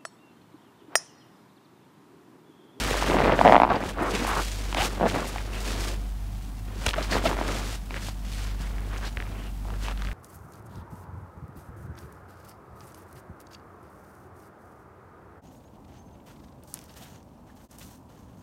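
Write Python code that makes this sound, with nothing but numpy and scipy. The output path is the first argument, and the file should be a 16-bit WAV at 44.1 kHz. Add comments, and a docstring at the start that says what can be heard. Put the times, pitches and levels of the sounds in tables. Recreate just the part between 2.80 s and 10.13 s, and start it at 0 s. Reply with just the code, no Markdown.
"""Kneading soapy sponges

Gloved hands knead sponges over a basin of suds, close to the microphone. Air pockets burst out of
the pores as short pops; suds gurgle and squish as swarms of ringing bubbles, foam fizzes and air
spurts through slits. Two motors and the mains hum in the room behind."""
import sys
import numpy as np
from scipy import signal
from scipy.fft import rfft, irfft, next_fast_len
from scipy.io import wavfile
from scipy.ndimage import uniform_filter1d

SR = 44100
rng = np.random.default_rng(int(sys.argv[2]) if len(sys.argv) > 2 else 0)


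def wrap_up_sound(samples):
    """Save the sound to the file named by the first command line argument, as 16-bit audio."""
    columns = np.atleast_2d(samples).T
    # keep every value between -1 and 1, then stretch to whole-number steps
    tamed = np.clip(columns, -1, 1)
    steps = np.round(tamed * 32767).astype(np.int16)
    wavfile.write(sys.argv[1], SR, steps)


N = 323276


def pops():
    """Air pockets burst and swing briefly; the lip cracks at two higher pitches, the wet sponge thuds."""
    # bursting pockets: t/s, level/dB, f/Hz, lip crack/dB re level
    pockets = [(0.11, -15.5, 453, -9), (0.1423, -15, 875, -9), (0.1515, -18.5, 470, -9),
               (0.2249, -13, 860, -16), (0.2987, -14, 388, -2.5), (0.3189, -11.5, 860, -18.5),
               (.3435, -10.5, 660, -15), (.369, -8, 890, -15), (.387, -13.5, 910, 0),
               (0.4035, -8, 710, -13), (.444, -16, 900, -2), (0.4526, -7.5, 690, -17), (.459, -9, 890, -7),
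               (0.4798, -5, 760, -11), (.496, -7, 710, -6), (0.5242, -9.5, 470, -10), (0.591, -8, 600, 2),
               (0.6129, 0.5, 830, -11.5), (.632, -16, 810, -9), (0.6507, -0.5, 708, -8),
               (0.6578, 1, 750, -15), (0.6618, 0, 655, -10), (0.6686, 0.5, 655, -3), (.6775, 2, 720, -2.5),
               (.6866, -2.5, 710, -4), (.696, 2, 700, -8), (.707, -4, 645, -15), (.715, -7, 900, -17),
               (0.7233, 5.5, 740, -3), (0.7314, -1, 915, -7), (0.7386, 0, 775, -11), (0.7455, 4, 760, -8),
               (0.7553, 5.5, 980, -14), (0.7647, 4.5, 755, -4.5), (0.779, -3, 775, -7.5),
               (0.8005, 2, 790, -8), (0.8188, 3, 860, -10), (.8341, 2.5, 860, -10), (0.8421, -5.5, 895, -8),
               (.85, -3.5, 870, -20), (.868, -12, 905, -16), (0.8772, -11, 810, -20),
               (0.891, -11, 950, -13), (0.9022, -8, 900, -6), (1.0048, -19, 624, -6),
               (1.038, -16, 840, -12), (1.092, -25, 2980, 5), (1.174, -22, 810, -12),
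               (1.1852, -17, 1260, -23), (1.196, -23, 800, -21), (1.2075, -17, 796, -23),
               (1.212, -27, 320, -17), (1.2275, -16, 890, -18), (1.3357, -22, 403, 1),
               (1.352, -14, 2500, 0), (1.4142, -24, 815, -3.5), (1.4492, -17, 860, -17),
               (1.479, -17.5, 890, -13), (1.928, -18, 2620, -10.5), (1.9275, -20, 950, -15),
               (1.947, -12.5, 2450, -3), (1.948, -17.5, 745, -3), (1.97, -15.5, 810, -1),
               (1.9826, -15.5, 766, -3), (2.0201, -12, 2800, -12), (2.1778, -27, 700, -14),
               (2.1994, -18, 620, -12), (2.2108, -10.5, 616, -14), (2.2163, -12, 590, -16),
               (2.2281, -11, 634, -13), (2.2334, -10, 597, -17), (2.2396, -9.5, 600, -20),
               (2.2438, -14, 600, -20), (2.2483, -18, 560, -20), (2.2559, -9, 570, -19),
               (2.2607, -10, 636, -22), (2.2632, -14, 615, -20), (2.2651, -11, 605, -18),
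               (2.3001, -16, 2920, -14), (2.3604, -14, 770, -12), (2.5602, -19.5, 820, -3),
               (2.5628, -24, 790, -9), (2.5831, -20.5, 2160, -13), (4.0652, -13.5, 2450, 7),
               (4.0847, -21, 2690, -10), (4.0908, -15, 3130, -11), (4.1096, -18, 2720, -11),
               (4.1343, -24.5, 1100, 9), (4.1397, -14.5, 1500, -11), (4.1431, -20, 1220, 2),
               (4.3546, -17.5, 410, 3), (4.367, -13, 724, -17), (4.3805, -27, 397, 3),
               (4.4279, -23, 1420, -8), (4.4406, -20, 620, -16), (4.4614, -14.5, 710, -5),
               (4.4865, -26, 415, -17), (4.499, -26, 890, -6), (4.5136, -15.5, 1050, -16),
               (4.5305, -17.5, 886, -6), (4.5686, -22, 740, 2), (4.5892, -14.5, 784, -6),
               (4.613, -13, 800, -10), (5.108, -26, 895, 6.5), (5.122, -33, 2250, -16),
               (5.1429, -19, 1850, -18), (5.2858, -26.5, 720, -14), (5.537, -29, 3800, -15),
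               (5.983, -29.5, 1990, -10), (6.162, -27, 1680, -18), (6.3722, -16, 1930, -27),
               (6.4027, -19, 1840, -28), (6.4245, -25, 1920, -23), (6.468, -32, 2000, -20),
               (6.8533, -31, 820, -15), (6.885, -32, 900, -10), (6.904, -28, 1090, -3),
               (6.94, -30, 1200, -6), (7.0842, -22, 940, 3), (7.1124, -27, 1200, 2),
               (7.1758, -29, 3180, -20), (7.2213, -24.5, 1400, 3), (7.25, -27, 1510, 1),
               (7.272, -24, 2395, -21), (7.2872, -28, 1640, -10), (7.3155, -25, 2030, -16)]
    # ring time, short deep in wet foam: t/s, 60 dB decay/cycles
    ring_times = [(0.1, 5.5), (0.53, 2.5), (0.61, 8), (0.65, 5.2), (0.85, 6), (1.5, 8.5), (2.0, 4.5),
                  (2.18, 2), (2.27, 3), (2.6, 5), (4.1, 7), (4.5, 4), (4.62, 3), (5.1, 5), (6.4, 5),
                  (7.3, 5.5)]
    out = np.zeros(N)
    jitter = rng.uniform(-1, 1, (len(pockets), 3))
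    for (s, level_db, hz, crack_db), (low_jitter, high_jitter, ring_jitter) in zip(pockets, jitter):
        cycles = np.interp(s, *np.transpose(ring_times)) + ring_jitter
        body = swing(hz, rise_cycles=0.28, fall_cycles=max(cycles, 2) / np.log(1000))
        low_crack = swing(hz * (2.96 + 0.2 * low_jitter), 0.36, 2.1)
        high_crack = swing(min(hz * (4.02 + 0.19 * high_jitter), 9000), 0.52, 1.3)
        thud = swing(min(hz / 3.06, 400), 0.24, 0.72)
        thud_db = -7.5 - 1.99 * cycles   # shorter ring, more thud
        add(out, s - .0003, -from_db(level_db) * body)
        add(out, s - .0002, from_db(level_db + crack_db - 6.0) * low_crack)
        add(out, s - .0002, from_db(level_db + crack_db - 10.5) * high_crack)
        add(out, s, from_db(level_db + thud_db) * thud)
    out += 0.0032 * (ring(out, 731, 31.0) + ring(out, 1020, 36.0))   # hollow between the hands
    return signal.sosfilt(signal.butter(2, 150, "high", fs=SR, output="sos"), out)


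def kneading():
    """Squeezes build, hold and let go; powers add. Returns gurgle, squish, fizz/dB, gurgle centre/Hz."""
    # squeezes: t at full pressure/s, hold/s, gurgle/dB, squish/dB, fizz/dB, gurgle centre/Hz,
    # bubble change over hold/dB, fizz change over hold/dB
    squeezes = [(0.0, 0.29, -37, -35.5, -34.5, 520, 2, -4), (0.3, 0.24, -27, -33, -43, 603, 3, -6),
                (.57, 0.053, -32, -36.5, -46.5, 760, 2, 2), (0.64, 0.094, -24, -31, -43, 700, -1, 2),
                (.77, 0.095, -27.5, -36, -47.5, 844, -6, -7),
                (0.91, 0.062, -25.5, -31, -52.5, 770, -3, 2.5),
                (1.01, 0.098, -31.5, -35.5, -48, 603, -4.5, 6.5), (1.13, 0.056, -42.5, -48, -65, 600, 5, 0),
                (1.2, .12, -33, -48, -50, 520, 0.5, 10.5), (1.34, .11, -33, -35, -35.5, 450, 0, -6),
                (1.47, 0.15, -39.5, -32, -40.5, 880, -7, 1), (1.62, 0.17, -50, -55, -36, 620, -1, -8.5),
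                (1.8, .12, -48, -50, -46, 520, 3, 1), (1.975, 0.08, -35, -34.5, -39, 800, 1, 8.5),
                (2.07, .11, -41.5, -45, -46, 520, -1.5, -3), (2.21, 0.068, -38, -42.5, -52.5, 576, 5, 3),
                (2.29, 0.033, -37, -42, -42, 500, -2, -1), (2.35, .11, -29.5, -34, -43, 656, -9, -2),
                (2.48, .13, -45.5, -45, -43.5, 680, -1, -6), (2.63, 0.076, -50.5, -53, -50.5, 600, 5, -3),
                (2.735, 0.13, -43, -45.5, -44, 620, -3, 2), (2.88, .258, -39.5, -43.5, -40, 500, -3, -3),
                (3.15, .12, -53, -59.5, -61, 340, 0.5, -2), (3.88, 0.1, -52.5, -56, -60, 400, 3, 7.5),
                (4.02, 0.081, -44, -48, -47.5, 700, 3, 8), (4.17, 0.041, -38, -38, -50, 610, 2.5, 2),
                (4.24, .015, -48, -43.5, -42, 850, 1, -2),
                (4.322, .065, -31.5, -33.5, -36.5, 550, -1.5, -6), (4.41, .02, -42, -43, -48, 640, -3, -8),
                (4.462, .08, -30, -37.5, -36.5, 596, -5, -8), (4.58, .07, -39.5, -41.5, -48, 650, 2, 1),
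                (4.681, 0.14, -34, -36, -39, 610, -10, -4.5), (4.83, 0.12, -43.5, -43.5, -45, 650, -6, 3),
                (5.13, 0.16, -49.5, -47.5, -51.5, 520, -4, 10), (5.45, .12, -59, -58, -53.5, 500, 2, 6),
                (5.58, .11, -56, -49.5, -46, 700, 0.5, -1.5), (5.71, .07, -55, -52, -55.5, 540, -5, -5),
                (5.81, 0.059, -56, -48, -48, 500, 0, -6), (5.9, .18, -51, -53, -61, 520, 1, 0),
                (6.12, 0.063, -49.5, -45.5, -57, 680, 0, 0), (6.23, 0.047, -45.5, -44.5, -46.5, 640, -2, 2),
                (6.38, 0.3, -50, -51.5, -65, 520, -1, 0), (6.87, 0.089, -51, -57, -76, 540, 5, 0),
                (7.035, 0.081, -48.5, -46, -45.5, 910, 3, -6), (7.19, 0.16, -52.5, -48.5, -61, 700, -2, 0)]
    # suds at rest: gurgle/dB, squish/dB, fizz/dB, gurgle centre/Hz
    at_rest = (-59, -62.5, -58.5, 380)
    press_db_per_s, release_db_per_s = 360, 518
    *rest_db, rest_hz = at_rest
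    t = np.arange(0, N + 64, 64) / SR
    power = from_db(rest_db)[:, None] ** 2 * np.ones(len(t))
    weighted_hz = power[0] * rest_hz
    for s, hold_s, *levels_db, hz, bubbles_db, fizz_db in squeezes:
        press_db = -press_db_per_s * np.maximum(s - t, 0)
        release_db = -release_db_per_s * np.maximum(t - s - hold_s, 0)
        change_db = np.outer([bubbles_db, bubbles_db, fizz_db], np.clip((t - s) / hold_s, 0, 1))
        squeeze = from_db(np.add.outer(levels_db, press_db + release_db) + change_db) ** 2
        power += squeeze
        weighted_hz += squeeze[0] * hz
    curves = (*10 * np.log10(power), weighted_hz / power[0])
    return [np.interp(np.arange(N) / SR, t, curve) for curve in curves]


def gurgle(level_db, centre_hz):
    """Suds forced through big pores: short bubbles whose size follows the gap between the sponges."""
    kicks = clicks(per_s=1400, spread_db=2.9, clump_db=2.5)
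    weight = around(centre_hz, octaves=1.33, floor=0.34)
    rings = bubbles(kicks, np.geomspace(190, 1600, 12), cycles=8.8, weight=weight)
    return from_db(level_db + 2.5) * levelled(muffled(rings, 2100))


def squish(level_db):
    """Smaller bubbles squeezed through the foam."""
    kicks = clicks(per_s=3000, spread_db=3.7, clump_db=3.0)
    weight = around(centre_hz=1870, octaves=1.0, floor=0.57)
    rings = bubbles(kicks, np.geomspace(1100, 5200, 12), cycles=7.2, weight=weight)
    return from_db(level_db + 1.5) * levelled(muffled(rings, 4140))


def fizz(level_db):
    """Foam walls snap by the thousand over escaping air; the finest spray comes and goes."""
    # fizz spectrum: f/Hz, density/dB
    spectrum = [(1500, -2.5), (3000, 0.5), (5000, -1.5), (8000, -5.5), (12000, -13), (15500, -18.5)]
    snaps = rms_one(clicks(per_s=7000, spread_db=5.8, clump_db=1.5))
    spray = coloured(snaps + 0.78 * rng.standard_normal(N), spectrum)
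    coarse = muffled(spray, 9300)
    flicker_db = 1.53 * drift(20.5)
    fine = from_db(0.82 * drift(4.2)) * (spray - coarse)
    return from_db(level_db + 2.0 + flicker_db) * levelled(coarse + fine)


def crackle(level_db):
    """Small pockets burst at random, louder as the foam is pressed."""
    kicks = clicks(per_s=49, spread_db=2.4, clump_db=4.0)
    rings = bubbles(kicks, np.geomspace(700, 3500, 8), cycles=5.5, weight=lambda hz: 1)
    return from_db(level_db + 3) * rings


def spurts():
    """A rough air jet starts at once, rings in a slit in the foam and thins out."""
    # jets: t/s, length/s, level/dB, slit resonance/Hz, bandwidth/Hz
    slits = [(0.903, 0.03, -16, 1020, 493), (0.942, 0.035, -22, 805, 400), (1.189, 0.12, -25.5, 1290, 1200),
             (1.338, 0.035, -29.5, 2460, 2980), (1.486, 0.078, -26.5, 1200, 900),
             (1.564, 0.049, -24, 1100, 696), (1.97, 0.052, -28, 2820, 1500),
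             (2.263, 0.012, -27.5, 1520, 1510), (4.062, 0.01, -20, 2930, 3530),
             (4.082, .012, -26.5, 2980, 4000), (4.225, 0.016, -36, 4500, 2500),
             (4.322, 0.049, -32, 1910, 500), (4.308, 0.057, -35.5, 4700, 1200),
             (4.453, 0.027, -27, 2950, 3480), (5.162, 0.017, -34.5, 2050, 2000),
             (6.11, 0.054, -45, 1300, 900), (6.225, 0.039, -40.5, 1580, 700),
             (0.512, 0.047, -32, 1790, 900), (.955, .012, -38.5, 4700, 500),
             (1.093, 0.028, -50, 8000, 6000), (1.22, 0.021, -44, 8900, 6000),
             (1.468, 0.04, -38, 9800, 5500), (1.715, 0.0048, -34, 6500, 3020),
             (2.471, 0.03, -41.5, 9000, 6000), (6.554, 0.15, -52.5, 2800, 700),
             (2.727, 0.082, -45, 2670, 600), (7.043, 0.069, -46, 2710, 900),
             (6.174, 0.011, -41.5, 6000, 4000), (6.25, 0.035, -42, 4400, 1200)]
    out = np.zeros(N)
    jet = rms_one(clicks(per_s=2400, spread_db=0.83, clump_db=2.5)) + 0.28 * rng.standard_normal(N)
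    for s, length_s, level_db, hz, width_hz in slits:
        t = np.arange(round(length_s * SR)) / SR
        resonance = ring(jet[round(s * SR):][:len(t)], hz, cycles=2.8 * hz / width_hz)
        hiss = muffled(resonance, min(hz + width_hz, 16000))
        envelope = np.minimum(t / 0.0019, 1) * (1 - t / length_s) ** 0.19
        add(out, s, from_db(level_db) * rms_one(hiss) * envelope)
    return out


def glugs():
    """Larger bubbles sing with overtones: each swells, rises slightly in pitch and fades."""
    # large bubbles: t at crest/s, level/dB, f/Hz, half length/s
    large_bubbles = [(1.226, -23, 345, 0.032), (1.348, -22, 207, 0.018), (1.422, -21, 255, 0.012),
                     (2.015, -21, 800, 0.025), (4.186, -20.5, 642, 0.01), (4.461, -14.5, 661, 0.012)]
    out = np.zeros(N)
    for s, level_db, hz, half_s in large_bubbles:
        t = np.arange(-round(half_s * SR), round(half_s * SR)) / SR
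        phase = 2 * np.pi * hz * t * (1 + 3.1 * t)
        tone = np.sin(phase) + .25 * np.sin(2 * phase) + 0.051 * np.sin(3 * phase)
        envelope = np.cos(np.pi * t / half_s / 2) ** 2
        add(out, s - half_s, from_db(level_db) * envelope * tone)
    return out


def slaps():
    """Sponges slap the suds: a dull push that dies within a few cycles."""
    # slaps: t/s, level/dB, f/Hz
    hits = [(1.06, -19.5, 70), (2.001, -20, 72), (4.07, -16.5, 81.5), (5.802, -23, 153), (6.372, -20.5, 75)]
    out = np.zeros(N)
    for s, level_db, hz in hits:
        cycles = np.arange(round(8 * SR / hz)) * hz / SR
        add(out, s, from_db(level_db) * np.exp(-cycles / 0.59) * np.sin(2 * np.pi * cycles))
    return out


def ticks():
    """Lone tiny bubbles burst in the suds resting in the basin."""
    kicks = from_db(-45) * clicks(per_s=45, spread_db=3.5, clump_db=3.0)
    return bubbles(kicks, np.geomspace(2500, 10000, 5), cycles=3.0, weight=lambda hz: (hz / 5000) ** .3)


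def room():
    """Two motors and the mains hum over rumble and microphone hiss."""
    # hum lines, close pairs beat: f/Hz, level/dB, t at crest/s
    hum_lines = [(40.98, -52.5, .2), (48.055, -29.5, .343), (48.785, -39.5, .343), (97.69, -47, .494),
                 (100.02, -42.5, .494), (195.48, -50.5, .3), (244.0, -60, .3), (293.0, -60, .3)]
    # rumble and hiss: f/Hz, density/dB
    spectrum = [(25, -3), (45, -2), (56, -5), (67, 4), (85, -5), (170, -5), (280, -10.5), (450, -44),
                (700, -16.5), (1400, -30), (4000, -50), (9000, -37.5), (15800, -39)]
    t = np.arange(N) / SR
    hum = sum(from_db(db) * np.cos(2 * np.pi * hz * (t - s)) for hz, db, s in hum_lines)
    return hum + from_db(-42.5) * coloured(rng.standard_normal(N), spectrum)


def swing(hz, rise_cycles, fall_cycles):
    """Damped sine with soft onset and sinking pitch; envelope peak 1."""
    cycles = np.arange(round(9 * SR / hz)) * hz / SR
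    envelope = (1 - np.exp(-cycles / rise_cycles)) ** 3 * np.exp(-cycles / fall_cycles)
    return envelope / envelope.max() * np.sin(2 * np.pi * cycles * (1.08 - 0.036 * cycles))


def clicks(per_s, spread_db, clump_db):
    """Random impulses of uneven size, in clumps."""
    sizes = from_db(spread_db * np.minimum(rng.exponential(1, N), 4)) * rng.choice([-1, 1], N)
    fires = rng.random(N) < per_s * from_db(clump_db * drift(25)) / SR
    return sizes * fires + 1e-18


def bubbles(kicks, pitches_hz, cycles, weight):
    """Each kick rings one bubble size at random, with gain weight(hz)."""
    size = rng.integers(0, len(pitches_hz), N)
    return sum(weight(hz) * ring(kicks * (size == k) + 1e-18, hz, cycles)
               for k, hz in enumerate(pitches_hz))


def around(centre_hz, octaves, floor):
    """Gain by bubble pitch: a bell curve over a floor."""
    return lambda hz: floor + np.exp(-(np.log2(hz / centre_hz) / octaves) ** 2)


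def ring(x, hz, cycles):
    """Resonator that decays 60 dB in the given cycles."""
    radius, angle = from_db(-60 * hz / (cycles * SR)), 2 * np.pi * hz / SR
    return signal.lfilter([0, np.sin(angle)], [1, -2 * radius * np.cos(angle), radius ** 2], x)


def muffled(x, hz):
    """Foam absorbs the treble: low-pass."""
    return signal.sosfilt(signal.butter(2, hz, fs=SR, output="sos"), x)


def drift(corner_hz):
    """Slow random curve, rms 1: coarse noise through a double one-pole low-pass."""
    step = 40
    pole = np.exp(-2 * np.pi * corner_hz * step / SR)
    slow = signal.lfilter([1], [1, -2 * pole, pole ** 2], rng.standard_normal(N // step + 2002))[2000:]
    return np.interp(np.arange(N) / step, np.arange(len(slow)), rms_one(slow))


def coloured(x, spectrum):
    """Shapes a flat signal to (f/Hz, level/dB) points; rms 1."""
    size = next_fast_len(N)
    hz = np.arange(size // 2 + 1) * SR / size + 1
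    points_hz, points_db = np.transpose(spectrum)
    gain = from_db(np.interp(np.log(hz), np.log(points_hz), points_db))
    return rms_one(irfft(rfft(x, size) * gain, size)[:N])


def levelled(x):
    """Evens the rms to 1 over 40 ms."""
    return x / np.sqrt(uniform_filter1d(x ** 2, size=SR // 25) + 1e-20)


def rms_one(x):
    return x / np.sqrt(np.mean(x ** 2) + 1e-20)


def from_db(db):
    return 10 ** (np.asarray(db) / 20)


def add(out, start_s, sound):
    at = int(round(start_s * SR))
    out[at:at + len(sound)] += sound[:N - at]


def scene():
    """Kneaded foam, single events and the room; mono."""
    gurgle_db, squish_db, fizz_db, gurgle_hz = kneading()
    foam = gurgle(gurgle_db, gurgle_hz) + squish(squish_db) + fizz(fizz_db) + crackle(squish_db)
    return (foam + ticks() + pops() + spurts() + glugs() + slaps() + room())[None]


def record(dry):
    """The microphone drops deep bass; gain control ducks after loud pops; soft clip; top cut."""
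    threshold_db, decay_db_per_s, duck_db_per_db, cutoff_hz = -8.0, 9.5, 0.3, 15750
    heard = signal.sosfilt(signal.butter(4, 34, "high", fs=SR, output="sos"), dry)
    over_db = np.maximum(20 * np.log10(np.abs(heard[0]) + 1e-9) - threshold_db, 0)
    decay_db = decay_db_per_s * np.arange(N) / SR
    held_db = np.maximum.accumulate(over_db + decay_db) - decay_db   # decaying peak hold
    ducked = heard * from_db(-duck_db_per_db * uniform_filter1d(held_db, size=400))
    clipped = 1.33 * np.tanh(ducked / 1.257)
    return signal.sosfilt(signal.ellip(12, .5, 70, cutoff_hz, fs=SR, output="sos"), clipped)


dry = scene()
out = record(dry)
wrap_up_sound(out)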